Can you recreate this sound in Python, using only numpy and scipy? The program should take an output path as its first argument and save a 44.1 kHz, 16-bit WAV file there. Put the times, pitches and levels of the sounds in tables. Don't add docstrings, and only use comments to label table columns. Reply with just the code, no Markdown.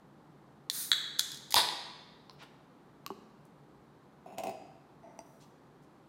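import sys
import numpy as np
from scipy import signal
from scipy.fft import rfft, irfft
from scipy.io import wavfile

SR = 44100
rng = np.random.default_rng(int(sys.argv[2]) if len(sys.argv) > 2 else 0)


def wav_out(sig):
    wavfile.write(sys.argv[1], SR, np.round(np.clip(np.atleast_2d(sig).T, -1, 1) * 32767).astype(np.int16))


N = 268128
TIME = np.arange(N) / SR
BRIGHT_HZ = 2050

# (frequency [Hz], level [dB], ring time [s])
SEALED_LID_TONES = [(1218, -18.5, .005), (1629, -10.5, .0062), (2040, -13, 0.004), (3377, -7.5, .021),
                    (3890, -2.5, .011), (4460, -9, 0.0087), (6276, -17, .007), (6750, -15.5, .0065),
                    (7700, -18.5, .007)]
OPEN_CAN_TONES = [(810, -9, 0.0096), (930, -1.5, 0.019), (1010, -8.5, 0.012), (1140, -15, 0.025),
                  (1984, -13.5, .008), (2713, -8, 0.0039), (3640, -3, 0.011), (3950, 1.5, 0.0035),
                  (4347, -4, .007), (4680, -10, 0.013), (5170, -12, 0.007)]
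TABLE_TONES = [(98.2, -1.5, .09), (217, -7.5, 0.0495), (356, 1.5, .03)]
LOOSE_TAB_TONES = [(1143, -0.5, 0.037), (2780, 0.5, .0055), (4400, -2, 0.0045), (5700, -6, 0.0045),
                   (6600, -9, 0.0048), (7400, -4.5, 0.005), (12300, -8, .008)]
PRESSED_CAN_TONES = [(214, -13.5, 0.36), (296, -7.5, 0.067), (389, -6.5, 0.095), (820, 0.5, 0.016),
                     (1132, -1.5, 0.026), (2960, -10, .015)]
GLASS_FOOT_TONES = [(123, -24, 0.089), (201, -17, 0.1), (294, -19, 0.078), (376, -13.5, 0.048),
                    (687, 0, 0.043), (799, -2.5, 0.028), (1017, -8.5, 0.017), (2060, -12.5, 0.016),
                    (2600, -4, 0.013), (4060, -9.5, 0.0027), (5320, -19.5, .028), (6760, -14.5, 0.01),
                    (9230, -26, 0.045), (10300, -22, .025), (14100, -9.5, 0.017), (14120, -11, 0.018)]
GLASS_BOWL_TONES = [(2557, -16, .25), (4893, 0, .7), (9189, -14, .4)]
TIPPED_GLASS_TONES = [(303, -13.5, 0.14), (671, -0.5, 0.054), (896, -3.5, 0.06), (2030, -11, 0.015),
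                      (2670, -11, 0.011), (4800, -18.5, 0.052), (5740, -4, 0.0097), (6100, -7, 0.013),
                      (8300, -20, .03), (8900, -16, 0.02), (10100, -28, .02)]

# (frequency [Hz], level [dB])
VENTILATION_COLOUR = [(15, -66.5), (25, -44), (55, -13), (102, -16), (141, 0), (170, -4), (309, -4.5),
                      (695, -14.5), (775, -11), (1160, -15), (2690, -32), (4030, -32), (5280, -38),
                      (14400, -46.5), (16000, -59)]
METAL_CRACK_COLOUR = [(40, -43), (200, -19), (1000, -13), (1800, -7.5), (2750, -10.5), (3450, 0.5),
                      (5000, 3.5), (5800, -2), (6700, -0.5), (8000, -6.5), (10500, -3.5), (13000, -7.5),
                      (16000, -12.5)]
FIRST_GAS_COLOUR = [(410, -50), (700, -22), (819, -17.5), (886, -25), (1060, -17), (1600, -10), (2880, -20),
                    (3790, -5), (5760, -8), (6570, -4), (7600, -11), (9250, 0), (10900, -5.5), (13000, -4),
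                    (15200, -6.5), (16000, -7)]
LAST_GAS_COLOUR = [(200, -30), (1000, -14), (1700, -1), (2750, -12.5), (3150, -1.5), (3420, 10.5),
                   (3850, -1), (4600, -2), (5400, -6), (6600, 1.5), (9500, -7.5), (13000, -12.5),
                   (16000, -23.5)]
TEAR_COLOUR = [(25, -54), (70, -36), (130, -20), (380, -5.5), (550, -10), (950, 3), (1350, -9.5),
               (1900, 0.5), (2900, -9), (3550, 5), (4300, 3), (5100, -2.5), (5500, -13), (7500, -12.5),
               (10000, -8.5), (16000, -24)]
STONE_CRACK_COLOUR = [(40, -16), (200, -15), (1000, -8), (3500, -5), (4700, -5), (6700, -3.5), (9000, -6),
                      (11500, -15.5), (14000, -5), (16000, -4)]
ROOM_COLOUR = [(100, -8.5), (400, 2), (1000, -4), (2000, -2.5), (4000, -4), (8000, -1.5), (15000, -6)]

# (time [s], hollow level [dB], bright level [dB], crack level [dB], pitch [factor], room level [dB])
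LID_CLICKS = [(0.6989, -44.5, -16, -25.5, 1.04, -4.5), (0.9164, -2.7, -7.5, -33.5, 1, 3),
              (1.1938, -10.5, -13.5, -17, 1, -3.5)]
# (time [s], level [dB])
RIVET_TICKS = [(1.1890, -34), (1.3174, -36), (1.345, -39.5), (1.3730, -44), (1.5066, -35), (1.5132, -38),
               (1.523, -28)]
# (time [s], hollow level [dB], bright level [dB], crack level [dB], pitch [factor])
FLAP_CLICKS = [(1.5422, -11, -8.5, -13.5, .96), (1.5570, -23, -17, -20, 0.9),
               (1.5662, -7, -14.5, -33.5, 1.02), (1.6875, -50, -18.5, -45, 1),
               (2.2961, -39, -37.5, -61, 1.12)]
# (time [s], level [dB], length [s], centre frequency [Hz])
SKIN_BRUSHES = [(2.313, -80, .034, 12000), (2.384, -59.5, .068, 2600), (2.406, -58, 0.041, 1000),
                (2.42, -70, 0.021, 9000), (3.45, -70, 0.007, 9000), (5.10, -81, .45, 10200),
                (5.394, -68, 0.059, 4300), (5.814, -80.5, .043, 6000)]
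# (time [s], level [dB], hold [s])
GLASS_SHOVES = [(4.256, -51, .075), (4.368, -42, 0.026), (4.431, -39.5, 0.055)]
# (time [s], level [dB])
GLASS_KNOCKS = [(4.2602, -42), (4.3237, -41), (4.3831, -30), (4.4358, -31.3), (4.4700, -33),
                (4.4935, -33.5)]
# (delay [s], level [dB])
WALL_ECHOES = [(.0021, -16), (.0107, -11), (0.0154, -10.5)]
# (frequency [Hz], ring time [s])
ROOM_RING_TIMES = [(150, 1), (500, 0.85), (1000, 1.04), (2000, 1.16), (4700, 1.0), (6000, 0.82),
                   (9000, 0.63), (15000, 0.33)]


def from_db(db):
    return 10 ** (np.asarray(db) / 20)


def unit_power(x):
    return x / np.sqrt(np.mean(x ** 2) + 1e-20)


def at_hz(points, hz):
    row_hz, value = np.transpose(points)
    return np.interp(np.log(np.maximum(hz, 1)), np.log(row_hz), value)


def coloured(x, colour):
    size = 8192
    cepstrum = irfft(np.log(from_db(at_hz(colour, np.fft.rfftfreq(size, 1 / SR)))))
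    cepstrum[1:size // 2] *= 2
    cepstrum[size // 2 + 1:] = 0
    response = irfft(np.exp(rfft(cepstrum)))[:size // 2]
    return signal.fftconvolve(x, response)[:len(x)]


def add(track, s, sound):
    start = int(round(s * SR))
    part = sound[..., :N - start]
    track[..., start:start + part.shape[-1]] += part


def ringing(tones, hollow_db=0, bright_db=0, pitch=1):
    t, out = TIME[:SR // 2], 0
    for k, (hz, db, ring_s) in enumerate(tones):
        strength = from_db(db + (hollow_db if hz < BRIGHT_HZ else bright_db)) * (-1) ** k
        out = out + strength * np.sin(2 * np.pi * hz * pitch * t) * np.exp(-np.log(1000) * t / ring_s)
    return out


def hit(s, hollow_db, bright_db, crack_db, tones, colour, crack_s, pitch=1):
    out, fade = np.zeros(N), np.exp(-TIME[:SR // 2] / crack_s)
    noise = coloured(rng.standard_normal(len(fade)) * fade, colour)
    crack = unit_power(noise) * np.sqrt(np.mean(fade ** 2))
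    add(out, s, ringing(tones, hollow_db, bright_db, pitch) + from_db(crack_db) * crack)
    return out


def shaken(tones, s, db):
    out = np.zeros(N)
    add(out, s, from_db(db) * ringing(tones))
    return out


def slips(per_s, spread_db):
    kicks = (rng.random(N) < per_s / SR) * rng.choice([-1, 1], N)
    return kicks * from_db(spread_db * np.clip(rng.standard_normal(N), -2, 2))


def burst(s, db, rise_s, hold_s, fade_s):
    t = TIME - s
    fallen = np.clip((t - rise_s - hold_s) / fade_s, 0, 2)
    return from_db(db) * np.clip(t / rise_s, 0, 1) * np.exp(-np.log(1000) * fallen)


def placed(x, room_db):
    return np.outer([1, from_db(room_db)], x)


def cut_bass(x, below_hz):
    return signal.sosfilt(signal.butter(3, below_hz, "high", fs=SR, output="sos"), x)


def room(x, onset_s, build_s, tail_db):
    t = TIME[:SR * 3 // 2]
    noise, hz = rfft(rng.standard_normal(len(t))), np.fft.rfftfreq(len(t), 1 / SR)
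    centres = np.geomspace(60, 16000, num=17)
    response = np.zeros(len(t))
    for centre, share in zip(centres, np.eye(len(centres))):
        band = irfft(noise * at_hz(np.column_stack([centres, share]), hz), len(t))
        fade = np.exp(-np.log(1000) * t / at_hz(ROOM_RING_TIMES, centre))
        response += band * from_db(at_hz(ROOM_COLOUR, centre)) * fade
    response *= from_db(tail_db) * np.clip((t - onset_s) / build_s, 0, 1)
    for delay, db in WALL_ECHOES:
        response[int(delay * SR)] += from_db(db)
    return signal.fftconvolve(x, response)[:N]


def ventilation(rush_db, hum_hz, hum_db):
    rush = coloured(rng.standard_normal(N + SR), VENTILATION_COLOUR)[SR:]
    hum = signal.lfilter(*signal.iirpeak(hum_hz, Q=16, fs=SR), rng.standard_normal(N))
    return from_db(rush_db) * unit_power(rush) + from_db(hum_db) * unit_power(hum)


def lid_clicks():
    return sum(placed(hit(*click, SEALED_LID_TONES, METAL_CRACK_COLOUR, .0024, pitch), room_db)
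               for *click, pitch, room_db in LID_CLICKS)


def gas_hiss(colour, loudness):
    return unit_power(coloured(rng.standard_normal(N), colour)) * loudness


def rivet_ticks(hollow_db, bright_db):
    return sum(hit(s, db + hollow_db, db + bright_db, db, SEALED_LID_TONES, METAL_CRACK_COLOUR,
                   crack_s=.003) for s, db in RIVET_TICKS)


def flap_clicks():
    return sum(hit(*click, OPEN_CAN_TONES, METAL_CRACK_COLOUR, crack_s=.0012, pitch=pitch)
               for *click, pitch in FLAP_CLICKS)


def table_thump():
    return shaken(TABLE_TONES, s=1.559, db=-42.5)


def lid_tear(ring_db):
    breaks = slips(per_s=3500, spread_db=5)
    ring = from_db(ring_db) * unit_power(signal.fftconvolve(breaks, ringing(OPEN_CAN_TONES))[:N])
    rip = unit_power(coloured(slips(per_s=3500, spread_db=4), TEAR_COLOUR))
    return (rip + ring) * burst(s=1.56, db=-25, rise_s=.0029, hold_s=.0179, fade_s=.2152)


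def skin_brushes(width_octaves):
    out, grid_hz = np.zeros(N), np.geomspace(50, SR / 2, num=120)
    for s, db, length_s, centre_hz in SKIN_BRUSHES:
        count = int(length_s * SR)
        hump_db = np.maximum(-4 * (np.log2(grid_hz / centre_hz) / width_octaves) ** 2, -50)
        grains = coloured(slips(per_s=4600, spread_db=2.5)[:count], np.column_stack([grid_hz, hump_db]))
        swell = np.sin(np.pi * np.arange(count) / count)
        add(out, s, from_db(db) * unit_power(grains * swell))
    return out


def tab_flattening():
    flick = hit(s=3.0637, hollow_db=-33, bright_db=-30.5, crack_db=-34.5,
                tones=LOOSE_TAB_TONES, colour=METAL_CRACK_COLOUR, crack_s=.001)
    press = hit(s=3.1035, hollow_db=-30.5, bright_db=-40, crack_db=-60,
                tones=PRESSED_CAN_TONES, colour=METAL_CRACK_COLOUR, crack_s=.0045)
    return placed(flick, room_db=-6) + placed(press, room_db=-4.5)


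def glass_slide(grit_db, bright_db):
    judder = slips(per_s=600, spread_db=1)
    foot = unit_power(signal.fftconvolve(judder, ringing(GLASS_FOOT_TONES, bright_db=bright_db))[:N])
    grit = from_db(grit_db) * unit_power(coloured(judder, STONE_CRACK_COLOUR))
    push = sum(burst(s, db, rise_s=.015, hold_s=hold_s, fade_s=.14) for s, db, hold_s in GLASS_SHOVES)
    return (foot + grit) * push


def glass_knocks(bright_db, crack_db):
    firm_db, extra_treble_per_db = -30, 1.4
    out = 0
    for s, db in GLASS_KNOCKS:
        treble_db = db + extra_treble_per_db * (db - firm_db)
        out = out + hit(s, db, treble_db + bright_db, treble_db + crack_db,
                        GLASS_FOOT_TONES, STONE_CRACK_COLOUR, crack_s=.0046)
    return out


def bowl_ring():
    return shaken(GLASS_BOWL_TONES, s=4.47, db=-62)


def glass_turn(bright_db):
    grinding = slips(per_s=700, spread_db=1.5)
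    ring = signal.fftconvolve(grinding, ringing(TIPPED_GLASS_TONES, bright_db=bright_db))[:N]
    return unit_power(ring) * burst(s=5.029, db=-53.3, rise_s=.004, hold_s=.04, fade_s=.42)


def glass_tip():
    return hit(s=5.1902, hollow_db=-37.5, bright_db=-37, crack_db=-53,
               tones=TIPPED_GLASS_TONES, colour=STONE_CRACK_COLOUR, crack_s=.0017)


def scene():
    first_gas = burst(s=.708, db=-37.2, rise_s=.046, hold_s=.072, fade_s=.46)
    last_gas = burst(s=1.18, db=-42.5, rise_s=.0233, hold_s=.0141, fade_s=.66)
    sounds = lid_clicks()
    sounds += placed(gas_hiss(FIRST_GAS_COLOUR, first_gas), room_db=-6.5)
    sounds += placed(gas_hiss(LAST_GAS_COLOUR, last_gas), room_db=-5.5)
    sounds += placed(rivet_ticks(hollow_db=-6, bright_db=-12), room_db=-1)
    sounds += placed(flap_clicks(), room_db=-1)
    sounds += placed(table_thump(), room_db=-4)
    sounds += placed(lid_tear(ring_db=-5), room_db=1.5)
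    sounds += placed(skin_brushes(width_octaves=.7), room_db=.5)
    sounds += tab_flattening()
    sounds += placed(glass_slide(grit_db=-36, bright_db=-7.5), room_db=-3)
    sounds += placed(glass_knocks(bright_db=-3, crack_db=-9), room_db=-1)
    sounds += placed(bowl_ring(), room_db=-10)
    sounds += placed(glass_turn(bright_db=-14.5), room_db=-1.5)
    sounds += placed(glass_tip(), room_db=-4.5)
    direct, sent = cut_bass(sounds, below_hz=90)
    echoes = room(sent, onset_s=.005, build_s=.0055, tail_db=-37)
    mono = direct + echoes + ventilation(rush_db=-59, hum_hz=145.3, hum_db=-71.5)
    return np.stack([mono, mono])


def record(dry):
    cutoff_hz = 15800
    return signal.sosfilt(signal.ellip(10, .1, 70, cutoff_hz, fs=SR, output="sos"), dry)


dry = scene()
out = record(dry)
wav_out(out)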